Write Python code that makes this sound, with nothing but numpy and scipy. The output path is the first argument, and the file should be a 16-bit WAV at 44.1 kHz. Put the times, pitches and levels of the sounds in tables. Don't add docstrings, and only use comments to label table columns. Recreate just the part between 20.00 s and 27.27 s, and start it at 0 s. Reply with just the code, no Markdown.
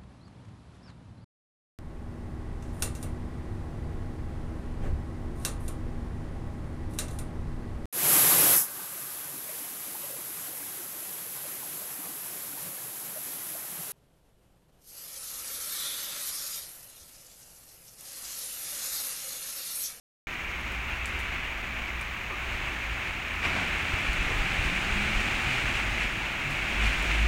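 import sys
import numpy as np
from scipy import signal
from scipy.fft import rfft, irfft, next_fast_len
from scipy.io import wavfile
from scipy.ndimage import uniform_filter1d

SR = 44100
rng = np.random.default_rng(int(sys.argv[2]) if len(sys.argv) > 2 else 0)


def generate_wav(sig):
    pcm = np.round(np.clip(np.atleast_2d(sig).T, -1, 1) * 32767).astype(np.int16)
    wavfile.write(sys.argv[1], SR, pcm)


N = 320607
T = np.arange(N) / SR


def undb(db):
    return 10 ** (np.asarray(db) / 20)


def unit(x):
    return x / np.sqrt(np.mean(x ** 2))


def noise():
    return rng.standard_normal(N)


def colour(x, points):
    size = next_fast_len(N)
    octave = np.log2(np.maximum(np.arange(size // 2 + 1) * SR / size, 1))
    hz, db = np.transpose(points)
    outside = np.abs(octave - np.clip(octave, np.log2(hz[0]), np.log2(hz[-1])))
    gain = undb(np.interp(octave, np.log2(hz), db) - 20 * outside)
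    return unit(irfft(rfft(x, size) * gain, size)[:N])


def drift(rate):
    hold = max(int(SR / rate), 1)
    steps = np.repeat(rng.standard_normal(N // hold + 2), hold)
    return unit(uniform_filter1d(steps, hold)[:N])


def impacts(rate, spread_db):
    falls = rng.random(N) < rate / SR
    size_db = spread_db * np.clip(rng.standard_normal(N), -2.8, 2.8)
    return unit(falls * rng.choice([-1, 1], N) * undb(size_db))


def swell(peak_s, rise_s, fade_s):
    return np.exp(-np.maximum((peak_s - T) / rise_s, (T - peak_s) / fade_s))


# freq_hz, gain_db
RAIN_EQ = [(120, -18), (340, -7.5), (460, -12), (680, -8), (1100, -5), (1900, -2), (2330, 2), (2700, -3),
           (3300, -12), (4900, -24), (6100, -23), (6650, -20.5), (7300, -26.5), (11000, -35), (15500, -30)]


def rain(gain_db=-36.5, spatter_fade_s=.0065):
    wash = noise() * undb(.6 * drift(16))
    drops = impacts(rate=1500, spread_db=1.5)
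    tail_power = signal.lfilter([1], [1, -np.exp(-1 / (spatter_fade_s * SR))], drops ** 2)
    spatter = unit(noise() * np.sqrt(tail_power))
    bed = undb(-8) * wash + undb(-9) * drops + undb(-7.5) * spatter
    return undb(gain_db) * colour(bed, RAIN_EQ)


def plinks(per_s=130, pitch_hz=2404, spread_octaves=.1304, fade_s=.0059, level_db=-46, scatter_db=3.5):
    out = np.zeros(N + SR // 20)
    t = T[:SR // 20]
    ring = np.exp(-t / fade_s) * (1 - np.exp(-t / .0014))
    count = int(per_s * N / SR)
    for at, (detune, size) in zip(rng.integers(0, N, count), rng.standard_normal((count, 2))):
        hz = pitch_hz * 2 ** (spread_octaves * detune)
        out[at:at + len(t)] += undb(scatter_db * size) * ring * np.sin(2 * np.pi * hz * t)
    return undb(level_db) * unit(out[:N])


# freq_hz, gain_db
SWISH_EQ = [(300, -5.5), (380, -12), (480, -10.5), (760, -6.5), (1000, -9), (1480, -2.5), (1950, -2),
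            (2300, 2.2), (2720, -0.2), (3250, -9.5), (5000, -24)]
SPRAY_EQ = [(2500, -1), (3500, 5), (5000, -2), (6700, 0.5), (8000, -3), (9700, -8.5), (11300, -17.5),
            (15500, -15.5)]
RUMBLE_EQ = [(20, -4.5), (45, 7.5), (78, -1), (105, 0.5), (150, -3.5), (230, -4.5), (310, -12), (380, -7),
             (440, -30.5), (800, -15.5)]
# emerge_s, fade_in_s, nearest_s, approach_s, retreat_s, swish_db, spray_db, rumble_db
PASS_BYS = [(0.352, .1, 1.28, 0.29, 0.21, -38.5, -61, -51), (2.42, 0.035, 2.6, 0.93, 1, -38, -55.5, -48),
            (3.42, .02, 5.5, 1.8, 0.64, -30.5, -45, -37.5), (6.4, .08, 7.02, 0.35, .7, -31.5, -45.5, -38)]


def tyres(far_swish_db=-46.5, far_rumble_db=-45, spray_falloff=1.43):
    swish_power, spray_power, rumble_power = undb(far_swish_db) ** 2, 0, undb(far_rumble_db) ** 2
    for emerge_s, fade_in_s, nearest_s, approach_s, retreat_s, swish_db, spray_db, rumble_db in PASS_BYS:
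        along_road = (T - nearest_s) / np.where(T < nearest_s, approach_s, retreat_s)
        nearness = 1 / np.hypot(1, along_road)
        in_view = .5 + .5 * np.tanh((T - emerge_s) / fade_in_s)
        swish_power += (undb(swish_db) * in_view * nearness) ** 2
        spray_power += (undb(spray_db) * in_view * nearness ** spray_falloff) ** 2
        rumble_power += (undb(rumble_db) * in_view * nearness) ** 2
    swish = colour(noise() + .64 * impacts(rate=2000, spread_db=1.5), SWISH_EQ) * undb(.5 * drift(20))
    spray = colour(noise() + .45 * impacts(rate=2500, spread_db=6), SPRAY_EQ)
    rumble = colour(noise(), RUMBLE_EQ)
    return swish * np.sqrt(swish_power) + spray * np.sqrt(spray_power) + rumble * np.sqrt(rumble_power)


# peak_s, level_db, fade_s
GUSTS = [(1.3, -38, .1), (1.9, -45, .15), (2.55, -42, 0.22), (4.25, -32.5, 0.34), (4.63, -34, .1),
         (4.95, -32.5, 0.44), (5.8, -41.5, .3), (6.85, -38, 0.89)]
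# centre_s, half_length_s
BUFFETS = [(3.942, 0.0029), (4.098, 0.0042), (4.204, 0.005), (4.406, 0.0058), (4.596, 0.0031),
           (4.665, 0.004), (5.169, 0.0046)]


def wind(breeze_db=-47, rise_s=.13, buffet_db=-22.5):
    gust_power = sum((undb(db) * swell(peak_s, rise_s, fade_s)) ** 2 for peak_s, db, fade_s in GUSTS)
    strength = np.sqrt(undb(breeze_db) ** 2 + gust_power)
    flutter = colour(noise(), [(14, -5), (25, -6), (36, -2.5), (60, -10), (120, -17)])
    thuds = 0
    for centre_s, half_length_s in BUFFETS:
        passage = (T - centre_s) / half_length_s
        thuds += passage * np.exp(.5 - .5 * passage ** 2)
    return flutter * strength + undb(buffet_db) * thuds


# multiple_of_firing_rate, relative_db
ENGINE_ORDERS = [(1, 6), (2, -14.5), (3, -34), (4, -15.5)]


def engine(firing_hz, gain, wobble_hz=1.304, flutter_db=3):
    phase = 2 * np.pi * np.cumsum(firing_hz + wobble_hz * drift(25)) / SR
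    drone = sum(undb(db) * np.sin(k * phase + 2 * np.pi * rng.random()) for k, db in ENGINE_ORDERS)
    flutter = unit(undb(flutter_db * drift(22)))
    return unit(drone) * flutter * gain


# time_s, firing_hz, level_db
LEAVING_CAR = [(.3, 56.34, -51), (.85, 57.83, -37.5), (1.2, 60.9, -38), (1.6, 59.45, -49.5),
               (1.95, 58.2, -39), (2.2, 59.15, -47), (2.58, 59.46, -39), (2.92, 53.4, -42),
               (3.05, 54.3, -55)]
ARRIVING_CAR = [(6.68, 48.5, -45), (6.84, 51.7, -23), (6.98, 51.5, -39.5), (7.12, 52.6, -27),
                (7.27, 54, -25)]
# peak_s, firing_hz, glide_hz_per_s, level_db, rise_s, fade_s
ENGINE_GLIDES = [(1.101, 79.8, 13.5, -45, 0.56, 0.29), (3.5, 74.1, 5, -43, 0.66, 0.74),
                 (4.6, 168.2, -8, -47.5, .9, .7), (4.98, 202, 71.5, -43, 0.32, .28),
                 (5.5, 125, -27.5, -36.5, .09, 0.28), (6.02, 48.6, -3.5, -37, .3, .13),
                 (6.529, 141, 9, -41.5, 0.15, 0.11)]


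def engines(drone_fade_s=.08):
    out = 0
    for car in (LEAVING_CAR, ARRIVING_CAR):
        time_s, firing_hz, level_db = np.transpose(car)
        outside_s = np.abs(T - np.clip(T, time_s[0], time_s[-1]))
        gain = undb(np.interp(T, time_s, level_db)) * np.exp(-outside_s / drone_fade_s)
        out += engine(np.interp(T, time_s, firing_hz), gain)
    for peak_s, firing_hz, glide_hz_per_s, level_db, rise_s, fade_s in ENGINE_GLIDES:
        envelope = np.exp(-((T - peak_s) / np.where(T < peak_s, rise_s, fade_s)) ** 2)
        out += engine(firing_hz + glide_hz_per_s * (T - peak_s), undb(level_db) * envelope)
    return out


# start_s, tick_db, pitch_hz, spatter_db, spatter_fade_s
DRIPS = [(.612, -49, 10700, -54, .01), (.718, -50, 6530, -52, .02), (1.057, -31, 7800, -48, .033),
         (1.189, -47, 7500, -50, .028), (2.012, -43, 9270, -47.5, .01), (4.131, -34.5, 6650, -47.5, .01),
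         (6.505, -53, 10000, -50, 0.025), (7.025, -41, 9300, -48, .01)]


def drips(contact_s=.0005):
    crack = colour(noise(), [(2500, -2), (6000, -2), (8500, 0), (12000, -12), (15500, -16)])
    droplets = colour(noise() + impacts(rate=2000, spread_db=6),
                      [(4500, -3), (7500, 0), (10000, -3.5), (13000, -8), (15500, -12)])
    out = np.zeros(N)
    t = T[:SR // 5]
    contact = t / contact_s * np.exp(1 - t / contact_s)
    for start_s, tick_db, pitch_hz, spatter_db, spatter_fade_s in DRIPS:
        at = int(start_s * SR) + np.arange(len(t))
        tick = (np.sin(2 * np.pi * pitch_hz * t) + .5 * crack[at]) * contact
        spatter = droplets[at] * np.exp(-t / spatter_fade_s)
        out[at] += undb(tick_db) * tick + undb(spatter_db) * spatter
    return out


# peak_s, level_db
PATS = [(0.726, -49), (2.306, -39), (4.294, -36)]


def pats():
    envelope = sum(undb(db) * swell(peak_s, rise_s=.003, fade_s=.05) for peak_s, db in PATS)
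    return envelope * colour(noise(), [(250, -7), (350, 9), (800, 2), (1200, 12), (2000, -34)])


# peak_s, burst_db, slosh_db, spray_db, fade_s
SPLASHES = [(3.075, -36, -41, -61, 0.033), (3.455, -28.5, -31.5, -52, 0.047), (3.565, -38, -33, -54, 0.1),
            (4.64, -40, -46, -48, .05), (5.21, -37, -53, -44, 0.034), (5.51, -30, -46, -54, 0.078),
            (5.76, -34, -50, -46.5, .04), (6.015, -30, -44, -50, 0.055), (6.85, -29, -47, -44, 0.053),
            (7.115, -32, -54, -53, 0.042)]


def splashes(rise_s=.025):
    burst = colour(noise() + .62 * impacts(rate=3400, spread_db=4),
                   [(1000, -21), (1900, 8), (2400, 14), (2800, 7.5), (3800, -6.5), (5800, -14),
                    (11000, -27)])
    slosh = colour(noise(), [(170, 3.5), (250, 1), (450, -6.5), (800, -2), (1500, 0), (4000, -18),
                             (5800, -25), (10000, -43)])
    spray = colour(noise() + impacts(rate=1400, spread_db=14), SPRAY_EQ)
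    out = 0
    for peak_s, burst_db, slosh_db, spray_db, fade_s in SPLASHES:
        water = undb(burst_db) * burst + undb(slosh_db) * slosh + undb(spray_db) * spray
        out += swell(peak_s, rise_s, fade_s) * water
    return out


def scene():
    return (rain() + plinks() + tyres() + wind() + engines() + drips() + pats() + splashes())[None]


def record(dry, start_s=.27, top_hz=15800):
    low_pass = signal.ellip(10, .2, 80, top_hz, fs=SR, output="sos")
    return signal.sosfilt(low_pass, dry * (T >= start_s))


dry = scene()
out = record(dry)
generate_wav(out)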